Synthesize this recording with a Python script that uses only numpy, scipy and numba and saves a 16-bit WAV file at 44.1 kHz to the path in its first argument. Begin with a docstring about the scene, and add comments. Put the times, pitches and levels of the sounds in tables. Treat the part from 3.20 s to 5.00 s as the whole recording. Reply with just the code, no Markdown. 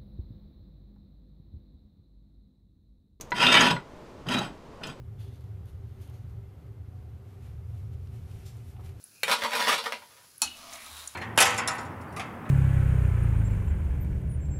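"""A steel axle stand is set down on block paving and shoved under a raised car in three pushes,
each shorter and lighter. Grit catches and breaks under its feet and rings the steel, and single
modes sing out briefly; the frame judders over the rough blocks. The gap between paving and car
floor adds a short echo, over a quiet outdoor background."""
import sys
import numpy as np
from scipy import signal
from scipy.fft import rfft, irfft
from scipy.io import wavfile
from scipy.ndimage import uniform_filter1d
from numba import njit

SR = 44100
rng = np.random.default_rng(int(sys.argv[2]) if len(sys.argv) > 2 else 0)


def pcm_store(signal):
    """Save signal as 16-bit PCM."""
    levels = np.round(np.clip(np.atleast_2d(signal), -1, 1) * 32767)
    wavfile.write(sys.argv[1], SR, levels.astype(np.int16).T)


N = 79380
GRIT_PER_S = 2000


def undb(db):
    """Decibels to gain."""
    return 10 ** (np.asarray(db) / 20)


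def unit(x):
    """Scale to rms 1."""
    return x / np.sqrt(np.mean(x ** 2))


def norm(x):
    """Scale to energy 1."""
    return x / np.sqrt(np.sum(x ** 2))


def ring(x, response):
    """Play x through an impulse response."""
    return signal.fftconvolve(x, response)[:N]


def fade(t60_s):
    """Exponential decay, 60 dB down after t60_s."""
    return np.exp(-np.log(1000) * np.arange(SR // 2) / SR / t60_s)


def colour(x, points, size=8192):
    """Minimum-phase EQ through (freq_hz, gain_db) points."""
    hz, db = np.array(points, float).T
    bins_hz = np.arange(size // 2 + 1) * SR / size
    gain = undb(np.interp(np.log(bins_hz + 1), np.log(hz), db))
    cepstrum = irfft(np.log(gain))
    cepstrum[1:size // 2] *= 2
    cepstrum[size // 2 + 1:] = 0
    return signal.fftconvolve(x, irfft(np.exp(rfft(cepstrum))))[:len(x)]


@njit
def resonate(x, hz, width_hz):
    """Band-pass whose centre may move."""
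    y, band, low = np.empty(len(x)), 0., 0.
    for i in range(len(x)):
        g, damping = np.tan(np.pi * hz[i] / SR), width_hz / hz[i]
        v = (band + g * (x[i] - low)) / (1 + g * (g + damping))
        band, low = 2 * v - band, low + 2 * g * v
        y[i] = damping * v
    return y


def walk(rate_hz):
    """Smooth random modulation with spread near 1."""
    knots = rng.standard_normal(N // 20)
    return np.interp(np.arange(N) / SR * rate_hz, np.arange(len(knots)), knots)


def modes(table):
    """Damped sines from rows of (pitch_hz, level_db, t60_s)."""
    t = np.arange(SR // 2) / SR
    return norm(sum(rng.choice([-1, 1]) * undb(db) * norm(np.sin(2 * np.pi * hz * t) * fade(t60_s))
                    for hz, db, t60_s in table))


def tail(t60_s):
    """Decaying noise: countless weak modes dying away together."""
    return norm(rng.standard_normal(SR // 2) * fade(t60_s))


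def grains(per_s, spread_db):
    """Random clicks of scattered size, rms 1."""
    clicks = (rng.random(N) < per_s / SR) * rng.choice([-1, 1], N)
    return unit(clicks * undb(spread_db * np.clip(rng.standard_normal(N), -2, 2)))


def hit(start_s, db, response, window_s=.012):
    """Place a one-shot with the energy of window_s of sound at db."""
    placed = np.concatenate([np.zeros(int(start_s * SR)), norm(response), np.zeros(N)])[:N]
    return placed * undb(db) * np.sqrt(window_s * SR)


# Dark tone of the outdoor bed: freq_hz, gain_db
OUTDOOR_EQ = [(25, -2.5), (80, -3.5), (134, -7), (607, -8.5), (714, -14.5), (988, -12.5), (1560, -23),
              (6000, -36), (15000, -52)]

def outdoors(level_db=-47, waver_db=.7):
    """A low, slightly wavering wash of distant sound."""
    wash = colour(rng.standard_normal(N), OUTDOOR_EQ)
    return undb(level_db) * unit(wash * undb(waver_db * walk(24)))


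def car_echo(x, t60_s=.22):
    """Short, mid-heavy reflections between paving and car floor."""
    return ring(x, colour(tail(t60_s), [(200, -11), (2000, 2), (10000, -4.5)]))


# Light ticks: start_s, level_db
TICK_HITS = [(0.0099, -40), (0.106, -53), (1.087, -46.5), (1.139, -42), (1.188, -42.5), (1.67, -49)]
# Their thin, bright tone: freq_hz, gain_db
TICK_EQ = [(300, -21), (5000, -9.5), (6500, 1.5), (8000, -11.5), (16000, -17)]

def ticks(t60_s=.049):
    """Loose metal and sharp grit tick in tiny bursts of noise."""
    return sum(hit(start_s, db, colour(tail(t60_s), TICK_EQ)) for start_s, db in TICK_HITS)


# The base meets the paving: start_s, level_db
KNOCK_HITS = [(0.1191, -26.5), (.1247, -27.5), (.565, -32.5)]
# Ring of the base: pitch_hz, level_db, t60_s
BASE_RING = [(970, 6, 0.095), (1436, 5.5, .062), (1992, 4.5, 0.0315), (4120, -4.5, 0.053)]

def knocks(stone_db=-8, stone_t60_s=.0428, cutoff_hz=4500):
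    """The base lands dully on stone before the first push and settles after it."""
    lowpass = signal.butter(3, cutoff_hz, fs=SR, output="sos")
    out = 0
    for start_s, db in KNOCK_HITS:
        base = modes(BASE_RING)
        stone = norm(colour(tail(stone_t60_s), [(100, -7.5), (250, -.5), (2200, -7), (7000, -19)]))
        out += hit(start_s, db, signal.sosfilt(lowpass, base + undb(stone_db) * stone))
    return out


def joint_bump(start_s=.5105, level_db=-24.5, pitch_hz=193, t60_s=.021):
    """One low thud as the stand drops into a paving joint."""
    thud = colour(modes([(pitch_hz, 0, t60_s)]), [(50, -19), (140, -2)])
    return hit(start_s, level_db, thud)


# Bassy tone of the frame's rumble: freq_hz, gain_db
RUMBLE_EQ = [(40, -33), (75, -14), (125, 0.5), (310, 2.5), (500, -8.5), (850, -9), (1500, -12.5),
             (4000, -54)]
# The thrum rises with the force of the push: rasp_db, pitch_hz
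THRUM_PITCH = [(-43.5, 144), (-34, 239)]

def judder(jolts_per_s=370, rumble_db=2.5, thrum_db=-1, width_hz=41):
    """The frame jolts over the rough blocks and thrums higher when pushed harder."""
    force, shake = push_envelopes()
    body = tail(t60_s=.15)
    body[0] += undb(3)  # the dry jolt ahead of the ring
    rumble = unit(colour(ring(grains(jolts_per_s, spread_db=2.5), body), RUMBLE_EQ))
    hz = np.interp(20 * np.log10(force + 1e-9), *np.array(THRUM_PITCH, float).T)
    jolts = grains(jolts_per_s, spread_db=2)
    thrum = unit(resonate(resonate(jolts, hz, width_hz), hz, width_hz))
    return shake * (undb(rumble_db) * rumble + undb(thrum_db) * thrum)


# A foot's edge grates on one mode of the steel: start_s, release_s, pitch_hz, level_db
SING_NOTES = [(0.21, 0.234, 962, -24.5), (0.192, 0.312, 2592, -29), (0.215, 0.317, 2785, -27),
              (.263, 0.388, 3667, -27.5), (0.322, .375, 2295, -24), (0.34, 0.38, 1955, -27),
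              (0.347, 0.382, 2985, -21), (0.356, 0.416, 1720, -28), (0.427, 0.537, 976, -36),
              (1.12, 1.192, 3880, -38), (1.206, 1.218, 833, -30.5), (1.628, 1.628, 2595, -42)]

def sings(attack_s=.012, t60_s=.08, rough_db=3, rough_hz=171.6, wander=.00714):
    """Stick and slip lock onto one mode: a rough, wandering tone that rings on as the foot moves off."""
    t, out = np.arange(N) / SR, 0
    for start_s, release_s, hz, db in SING_NOTES:
        attack = np.clip((t - start_s) / attack_s, 0, 1)
        release = np.exp(-np.log(1000) * np.maximum(t - release_s, 0) / t60_s)
        pitch_hz = hz * (1 + wander * walk(rough_hz))
        tone = np.sin(2 * np.pi * np.cumsum(pitch_hz) / SR)
        out += undb(db) * attack * release * unit(tone * undb(rough_db * walk(rough_hz)))
    return out


# Ring of the upright: pitch_hz, level_db
UPRIGHT_RING = [(825, 2.5), (966, 1.5), (1367, 4), (1500, -1), (2590, 2), (2792, -5), (3120, -6.5),
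                (3480, -0.5), (4220, -4.5), (5030, -15), (7948, -9)]

def upright(t60_s=.13):
    """The pitched clang of the stand's upright."""
    return modes([(hz, db, t60_s) for hz, db in UPRIGHT_RING])


def steel_ring(count=60, overtone_db=3, spread_db=8.5):
    """The steel's dense ring, topped by high modes scattered in pitch and strength."""
    t = np.arange(SR // 2) / SR
    dense = tail(t60_s=.055)
    hz = np.linspace(3800, 15300, count) + 200 * rng.random(count)
    gains = undb(spread_db * np.clip(rng.standard_normal(count), -2, 1)) * rng.choice([-1, 1], count)
    overtones = norm(gains @ np.sin(2 * np.pi * hz[:, None] * t) * fade(t60_s=.045))
    return dense + undb(overtone_db) * overtones


# Tone of grit on steel: freq_hz, gain_db
CONTACT_EQ = [(100, -26.5), (300, -2.5), (650, 2), (1350, 6), (1700, -1), (2150, 2), (2900, 4.5),
              (3750, -0.5), (4300, -18.5), (5000, -6.5), (5400, -18), (6500, -15.5), (7200, -24.5),
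              (9500, -26.5), (15500, -42.5)]

def contact(steel, crack_db=-7.5, crack_t60_s=.0019):
    """One grain breaks: a sharp crack with the ring of the steel behind it."""
    return norm(colour(undb(crack_db) * tail(crack_t60_s) + steel, CONTACT_EQ))


def brighten(x, db, full_push_db=-15, boost_per_db=.35, shelf_hz=6460):
    """Light contacts crush finer grit and carry more treble."""
    treble = signal.sosfiltfilt(signal.butter(1, shelf_hz, "high", fs=SR, output="sos"), x)
    boost_db = boost_per_db * np.clip(full_push_db - db, 0, 35)
    return x + treble * (undb(boost_db) - 1)


# Accents in the scrape: start_s, strength_db, centre_hz, slip_t60_s
SNAG_HITS = [(0.2281, -20.5, 2900, 0.011), (0.2666, -12.5, 3340, 0.027), (.326, -18.5, 5130, .012),
             (0.3422, -12.5, 2100, .006), (.353, -16, 2700, 0.0057), (.373, -11.5, 2470, .02),
             (.4075, -15, 4860, .008), (0.4841, -26, 4000, 0.012), (.5114, -20.5, 1130, .009),
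             (1.0863, -28, 2960, 0.0098), (1.1825, -27.5, 1460, .025), (1.6346, -32, 3000, 0.017)]

def snags(trim_db=-5, upright_db=-7):
    """A foot catches and springs free: a brief slip that stresses one band of the stand's ring."""
    out = 0
    for start_s, db, hz, slip_t60_s in SNAG_HITS:
        clang = contact(steel_ring()) + undb(upright_db) * upright()
        slip = grains(GRIT_PER_S, spread_db=1)[:SR // 2] * fade(slip_t60_s)
        slip[0] = np.sqrt(SR / GRIT_PER_S)  # always open on a click
        catch = colour(ring(clang, slip), [(hz / 2, -9), (hz, 0), (hz * 2, -5)])
        out += hit(start_s, db + trim_db, brighten(catch, db))
    return out


# Fader moves, one list per push: time_s, rasp_db, judder_db
PUSH_FADERS = [
    [(.135, -43, -43.5), (.168, -31.5, -47.5), (.205, -23.5, -35.5), (.3, -18.5, -33.5), (.37, -17, -31.5),
     (.452, -20.5, -29), (.505, -26, -33), (.545, -42, -36), (.615, -82.5, -51.5)],
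    [(1.06, -58, -46), (1.086, -42.5, -38), (1.115, -28.5, -36.5), (1.15, -27.5, -32), (1.19, -32.5, -36.5),
     (1.222, -33, -36), (1.24, -46, -41.5), (1.295, -57.5, -46.5), (1.35, -75, -61)],
    [(1.6, -65, -58.5), (1.632, -50, -45.5), (1.668, -42.5, -47), (1.704, -44.5, -39.5), (1.73, -57, -51),
     (1.765, -86, -74)],
]

def push_envelopes():
    """The pushes as two smooth gain curves: force for the rasp, shake for the judder."""
    t, curves = np.arange(N) / SR, []
    for column in (1, 2):
        gain = sum(undb(np.interp(t, push[:, 0], push[:, column], left=-np.inf, right=-np.inf))
                   for push in map(np.array, PUSH_FADERS))
        curves.append(np.abs(uniform_filter1d(gain, size=400)))
    return curves


def scrape(feet=3, rasp_db=-2.5, upright_db=-10.5, chatter_db=3.5, rock_db=2.5):
    """Grit breaks in spurts under each foot as the weight rocks between them, ringing the steel."""
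    steel = steel_ring()
    force, _ = push_envelopes()
    force_db = 20 * np.log10(force + 1e-9)
    push = force * unit(undb(chatter_db * walk(rate_hz=120.5)))
    out = 0
    for _ in range(feet):
        grit = grains(GRIT_PER_S / feet, spread_db=1)
        weight = undb(rock_db * walk(rate_hz=60.2))
        crunch = brighten(push * unit(grit * weight), force_db)
        out += ring(crunch, undb(rasp_db) * contact(steel) + undb(upright_db) * upright())
    return out / np.sqrt(feet)


def scene(echo_db=-9.5):
    """The stand, its echo under the car and the outdoor bed, in mono."""
    stand = scrape() + sings() + snags() + judder() + joint_bump() + knocks() + ticks()
    return (stand + undb(echo_db) * car_echo(stand) + outdoors())[None]


def record(dry):
    """Soft clipping rounds the highest peaks; a steep low-pass cuts the top."""
    ceiling, top_hz = .9, 15450
    lowpass = signal.ellip(10, .2, 80, top_hz, fs=SR, output="sos")
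    return signal.sosfilt(lowpass, ceiling * np.tanh(dry / ceiling))


dry = scene()
out = record(dry)
pcm_store(out)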